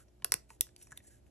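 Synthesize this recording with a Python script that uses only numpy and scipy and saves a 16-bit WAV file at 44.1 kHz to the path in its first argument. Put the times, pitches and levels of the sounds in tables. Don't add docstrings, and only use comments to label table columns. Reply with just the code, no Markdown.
import sys
import numpy as np
from scipy import signal
from scipy.fft import rfft, irfft, next_fast_len
from scipy.io import wavfile
from scipy.ndimage import uniform_filter1d

SR = 44100
rng = np.random.default_rng(int(sys.argv[2]) if len(sys.argv) > 2 else 0)


def inscribe(sig):
    pcm = np.round(np.clip(np.atleast_2d(sig).T, -1, 1) * 32767)
    wavfile.write(sys.argv[1], SR, pcm.astype(np.int16))


N = 57330


def amp(db):
    return 10 ** (np.asarray(db) / 20)


def unit(x):
    return x / np.sqrt(np.mean(x ** 2) + 1e-20)


def curve(points, hz):
    f, value = np.transpose(points)
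    return np.interp(np.log(hz + 1), np.log(f + 1), value)


def add(mix, start_s, sound):
    at = round(start_s * SR)
    sound = sound[max(-at, 0):]
    part = mix[max(at, 0):][:len(sound)]
    part += sound[:len(part)]


def shape(x, response):
    size = next_fast_len(2 * x.shape[-1])
    f = np.fft.rfftfreq(size, 1 / SR)
    return irfft(rfft(x, size) * response(f), size)[..., :x.shape[-1]]


def minimum_phase(gain):
    cepstrum = irfft(np.log(np.maximum(gain, 1e-5)))
    half = len(cepstrum) // 2
    fold = np.r_[1, np.full(half - 1, 2), 1, np.zeros(half - 1)]
    return np.exp(rfft(cepstrum * fold))


def resonance(f, hz, width_hz):
    return (f * width_hz) ** 2 / ((f ** 2 - hz ** 2) ** 2 + (f * width_hz) ** 2)


def wander(size, rate_hz):
    return unit(shape(rng.standard_normal(size), lambda f: np.exp(-(f / rate_hz) ** 2)))


# frequency_hz, coherence
PORT_COHERENCE = [(50, 0.5), (300, 0.3), (800, 0), (1700, 0.37), (3000, 0.5), (4800, 0), (6500, 0),
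                  (9000, 1), (13000, 0.4)]

def diffuse(size):
    a, b = rng.standard_normal((2, size))
    mid = shape(a, lambda f: np.sqrt((1 + curve(PORT_COHERENCE, f)) / 2))
    side = shape(b, lambda f: np.sqrt((1 - curve(PORT_COHERENCE, f)) / 2))
    return np.array([mid + side, mid - side])


# frequency_hz, gain_db
RUMBLE_SPECTRUM = [(15, -29.5), (30, -6), (70, 4), (100, -1), (160, -7), (210, -8.5), (320, -7.5),
                   (460, -15.5), (620, -11), (800, -21), (1100, -29.5), (2600, -33), (5700, -36),
                   (9700, -34), (11800, -35.5), (14000, -71), (16000, -83.5)]
# time_s, gain_db
HANDLING_SWELL = [(0, -0.5), (.2, -9), (.35, 3), (.45, -6), (.6, -2.5), (.8, -4.5), (.9, -2.5), (1.3, -0.5)]

def room_rumble(level_db=-64.5, bass_hz=600):
    rumble = amp(level_db) * unit(shape(diffuse(N), lambda f: amp(curve(RUMBLE_SPECTRUM, f))))
    bass = shape(rumble, lambda f: 1 / (1 + (f / bass_hz) ** 4))
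    swell = amp(np.interp(np.arange(N) / SR, *np.transpose(HANDLING_SWELL)))
    return rumble + bass * (swell - 1)


# pitch_hz, level_db
HUM_PARTIALS = [(59, -70), (119, -75), (206, -80.5), (295, -81), (355, -78.5), (414, -86)]

def mains_hum(waver_depth=0.35):
    t, out = np.arange(N) / SR, np.zeros(N)
    for hz, db in HUM_PARTIALS:
        a, b = wander((2, N), rate_hz=11)
        waver = 1 + waver_depth * (a + 1j * b)
        out += amp(db) * np.sqrt(2) * (waver * np.exp(2j * np.pi * hz * t)).real
    return out


# frequency_hz, level_db, t60_s
ROOM_DECAY = [(149.2, -19, 0.48), (500, -3.5, 0.22), (1500, -11, 0.18), (3060, -14.5, 0.21),
              (6050, -9.5, 0.16), (8500, -21.5, 0.27), (9600, -18.5, 0.097), (10210, -20, 0.18),
              (12000, -12.5, 0.12), (15270, -22, 0.091)]

def room_reverb(source, size=16384, onset_s=0.0023):
    hz, t, bands = signal.stft(diffuse(size), SR, nperseg=256)
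    t60 = curve([(f, decay) for f, _, decay in ROOM_DECAY], hz)[:, None]
    level = amp(curve([(f, db) for f, db, _ in ROOM_DECAY], hz))[:, None]
    rate = np.log(1000) / t60
    decaying = bands * level * np.sqrt(2 * rate / SR) * np.exp(-rate * t)
    tail = signal.istft(decaying, SR, nperseg=256)[1][:size * 2, :size]
    tail *= np.minimum(np.arange(size) / SR / onset_s, 1)
    return signal.fftconvolve(source[None], tail, axes=1)[:, :N]


# frequency_hz, gain_db
FRICTION_SPECTRUM = [(300, -47), (1000, -27), (2500, 0.5), (3800, -3), (4800, 0), (5900, 3), (7600, 11),
                     (8800, 11), (9700, 7.5), (11100, 12), (13000, -18.5), (16000, -50)]
# start_s, length_s, hiss_db,
# hollow_db, hollow_hz
GRIP_SHIFTS = [(-.02, 0.067, -59, -66, 1460), (0.486, 0.094, -63, -85, 1950), (0.774, 0.12, -64, -88, 1540),
               (0.874, 0.12, -72.5, -81.5, 1810), (0.956, 0.058, -62, -69.5, 2020),
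               (1.019, 0.11, -67.5, -78, 1820), (1.099, 0.11, -67, -76.5, 1660),
               (1.257, .052, -71.5, -83, 1700)]

def finger_slides(rise_s=0.027, fall_s=0.068, grains_per_s=9000, grain_spread_db=1, swell_db=-0.5):
    grains = rng.standard_normal(N) * amp(grain_spread_db * np.minimum(rng.exponential(1, N), 4))
    grains *= rng.random(N) < grains_per_s / SR
    hiss = unit(shape(grains, lambda f: amp(curve(FRICTION_SPECTRUM, f))))
    out = np.zeros(N)
    for start_s, length_s, hiss_db, hollow_db, hollow_hz in GRIP_SHIFTS:
        t = np.arange(N) / SR - start_s
        stroke = np.sqrt(np.clip(t / rise_s, 0, 1)) * np.clip((length_s - t) / fall_s, 0, 1)
        hollow = unit(shape(grains, lambda f: resonance(f, hollow_hz, width_hz=340)))
        out += stroke * (amp(hiss_db) * hiss + amp(hollow_db) * hollow)
    return out * amp(swell_db * wander(N, rate_hz=34.6))


# pitch_hz, level_db, t60_s
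SHELL_MODES = [(144, 2, 0.031), (362, 1, .022), (455, -1, 0.019), (620, 1, 0.018), (886, -4, 0.017),
               (1050, -3.5, 0.017), (1301, -3, 0.047), (1510, 1, 0.016), (1900, -0.5, .011),
               (2260, -5, 0.014), (2670, -3.5, 0.0025), (3550, -3.5, 0.054), (4620, 1.5, 0.0022),
               (5734, 2, 0.0061), (8345, 3, 0.0014), (9000, -0.5, 0.0037), (10810, 4, .005),
               (12024, 4.5, 0.0097), (14700, -1, 0.0013)]
# pitch_hz, level_db, t60_s
PUMP_MODES = [(5760, -11.5, 0.06), (11600, -16, 0.079), (11380, -12, 0.052), (11240, -6, 0.028)]
# centre_hz, width_hz, gain_db
SHELL_DIPS = [(584, 160, -11.5), (853, 170, -1), (1592, 180, -5.5), (3140, 240, -2.5), (4100, 250, -3),
              (6560, 430, -3), (10030, 780, 5)]

def bottle_gain(f):
    power = sum(amp(db) ** 2 * resonance(f, hz, np.log(1000) / np.pi / t60)
                for hz, db, t60 in SHELL_MODES + PUMP_MODES)
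    dips_db = sum(db * resonance(f, hz, width_hz) for hz, width_hz, db in SHELL_DIPS)
    return np.sqrt(power) * amp(dips_db)


def nail_force(size, skid_s, skid_db=-3, even_hz=693):
    t = np.arange(size) / SR
    skid = rng.standard_normal(size) * np.exp(-t / skid_s) * np.sqrt(t / skid_s)
    force = rfft((t == 0) + amp(skid_db) * skid)
    band_power = uniform_filter1d(abs(force) ** 2, round(even_hz * size / SR))
    return force / minimum_phase(np.sqrt(band_power))


TAP_BANDS = [130, 400, 1400, 3200, 5600, 10500, 15000]
# start_s, skid_s,
# thump_db, thud_db, knock_db, clack_db, click_db, tick_db, edge_db,
# spot_hz, spot_db, second_hz, second_db, node_hz, node_db
CONTACTS = [(.082, 0.0027, -63, -52, -38.5, -43, -46, -55, -85, 5800, 7.5, 1500, -4, 4740, -4),
            (0.2218, 0.0014, -12, -15, -22.5, -26.5, -39, -42, -68, 3080, 7, 1900, 2, 4800, -1),
            (0.2454, 0.00052, -38, -7.5, -9, -2, -14.5, 3.5, -14, 1370, 6, 5200, 9.5, 6800, 4),
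            (0.247, 0.00054, -23, -14.5, -1.5, -15, -21, -26, -26, 690, 8.5, 1450, 3.5, 2300, -7),
            (0.308, 0.0016, -52, -46, -52, -38, -33, -47, -58, 8000, 7, 1500, 3, 4800, -4),
            (0.3208, 0.00046, -39, -4, 3, -3.5, 6, 5, -7, 2014, 7, 4900, 2.5, 6930, -7.5),
            (.3401, 0.00071, -1.5, -3.5, -8.5, -6.5, -7, 4.5, -23, 2385, 11, 1555, 11, 650, -2),
            (0.493, 0.0027, -33, -39, -34.5, -41.5, -44, -52, -58, 950, 8.5, 2550, 11, 1600, -4),
            (0.5035, 0.0011, -34.5, -22, -17, -23, -30.5, -29.5, -62, 901, 13, 2586, 5, 3550, -21),
            (0.6094, 0.00042, -31, -16, -15.5, -2.5, -.5, 6.5, -0.5, 3540, 9, 2047, 9, 4550, -14.5),
            (0.668, 0.00048, -24, -28, -30, -40.5, -33.5, -34, -77.5, 1670, 15.5, 2600, -2, 4800, 4.5),
            (.69, 0.00083, -33, -34, -36, -39.5, -34.5, -55, -83, 1690, 13.5, 2300, 3.5, 4830, 0.5),
            (.7632, 0.00073, -53, -29, -45, -25, -43.5, -23.5, -68, 2450, 11, 6000, 15.5, 4670, 14),
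            (.814, 0.002, -47, -28, -41, -29, -27.5, -37, -60, 2800, 8.5, 1600, 14, 4800, -17),
            (0.824, 0.0045, -23, -34, -38, -31, -35.5, -20.5, -50, 5540, 17, 7900, 2, 4900, -23),
            (.87, 0.0016, -24, -29, -28.5, -48.5, -29.5, -36.5, -69, 2390, 19, 5670, 0.5, 4830, -18),
            (0.907, .006, -8.5, -59, -30, -38, -29, -32, -60, 7440, 5, 1710, 14, 4800, -25),
            (0.9199, 0.00031, -37, -32, -8, -31.5, -30, -27.5, -63, 1070, 0.5, 6940, 13, 4860, -17),
            (0.924, 0.0011, -36, -31, -18.5, -40.5, -31.5, -34.5, -76, 1680, 22.5, 7130, 15.5, 4940, -18),
            (0.9743, 0.0013, -52, -27, -28.5, -19.5, -25, -15.5, -35, 3640, 12.5, 2010, 6, 4970, -19),
            (1.002, 0.0013, -41, -33, -39.5, -39, -71, -48, -75, 1900, 20.5, 2480, 8, 4800, -4),
            (1.068, 0.01, -9.5, -31.5, -54, -36, -38.5, -25.5, -62, 7140, 13.5, 1980, 11, 4860, 0),
            (1.265, .0013, -35, -44.5, -46.5, -38.5, -59.5, -48.5, -68, 2500, 6.5, 1614, 6, 4770, -5.5)]

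def nail_taps(size=4096, spot_q=4.95, node_q=8.2, bass_lag_s=0.00792, lag_knee_hz=478.5):
    f, out = np.fft.rfftfreq(size, 1 / SR), np.zeros(N)
    body = bottle_gain(f)
    lag = np.exp(-2j * np.pi * bass_lag_s * lag_knee_hz * np.arctan(f / lag_knee_hz))
    for start_s, skid_s, *bands_db, spot_hz, spot_db, second_hz, second_db, node_hz, node_db in CONTACTS:
        notes = [(spot_hz, spot_db, spot_q), (second_hz, second_db, spot_q), (node_hz, node_db, node_q)]
        notes_db = sum(db * resonance(f, hz, hz / q) for hz, db, q in notes)
        colour = amp(curve(list(zip(TAP_BANDS, bands_db)), f) + notes_db)
        tap = irfft(nail_force(size, skid_s) * minimum_phase(body * colour) * lag)
        add(out, start_s - size / 2 / SR, np.roll(tap, size // 2))
    return out


# frequency_hz, gain_db
RIGHT_GAIN = [(60, 1.1), (300, -0.5), (1200, 1), (2200, 0), (4000, 1), (8500, 2), (12000, 0.35)]
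# frequency_hz, lag_rad
RIGHT_LAG = [(50, 0), (200, -.2), (380, -.65), (700, -.55), (1000, -.2), (1400, .65), (3000, .6),
             (3800, .95), (4500, 2.2), (4850, 3.3), (5200, 4.7), (5900, 5.8), (6500, 6.8), (7200, 7.9),
             (8300, 8.8), (9300, 8.9), (10000, 9.6), (11000, 10.9), (12500, 12.5), (15000, 14.7)]

def scene():
    bottle = nail_taps() + finger_slides()
    left, right = bottle + room_reverb(bottle) + room_rumble() + mains_hum()
    right = shape(right, lambda f: amp(curve(RIGHT_GAIN, f)) * np.exp(-1j * curve(RIGHT_LAG, f)))
    return np.array([left, right])


def record(dry):
    lowpass = signal.firwin(255, 16600, window=("kaiser", 9), fs=SR)
    return signal.oaconvolve(dry, lowpass[None], "same")


dry = scene()
out = record(dry)
inscribe(out)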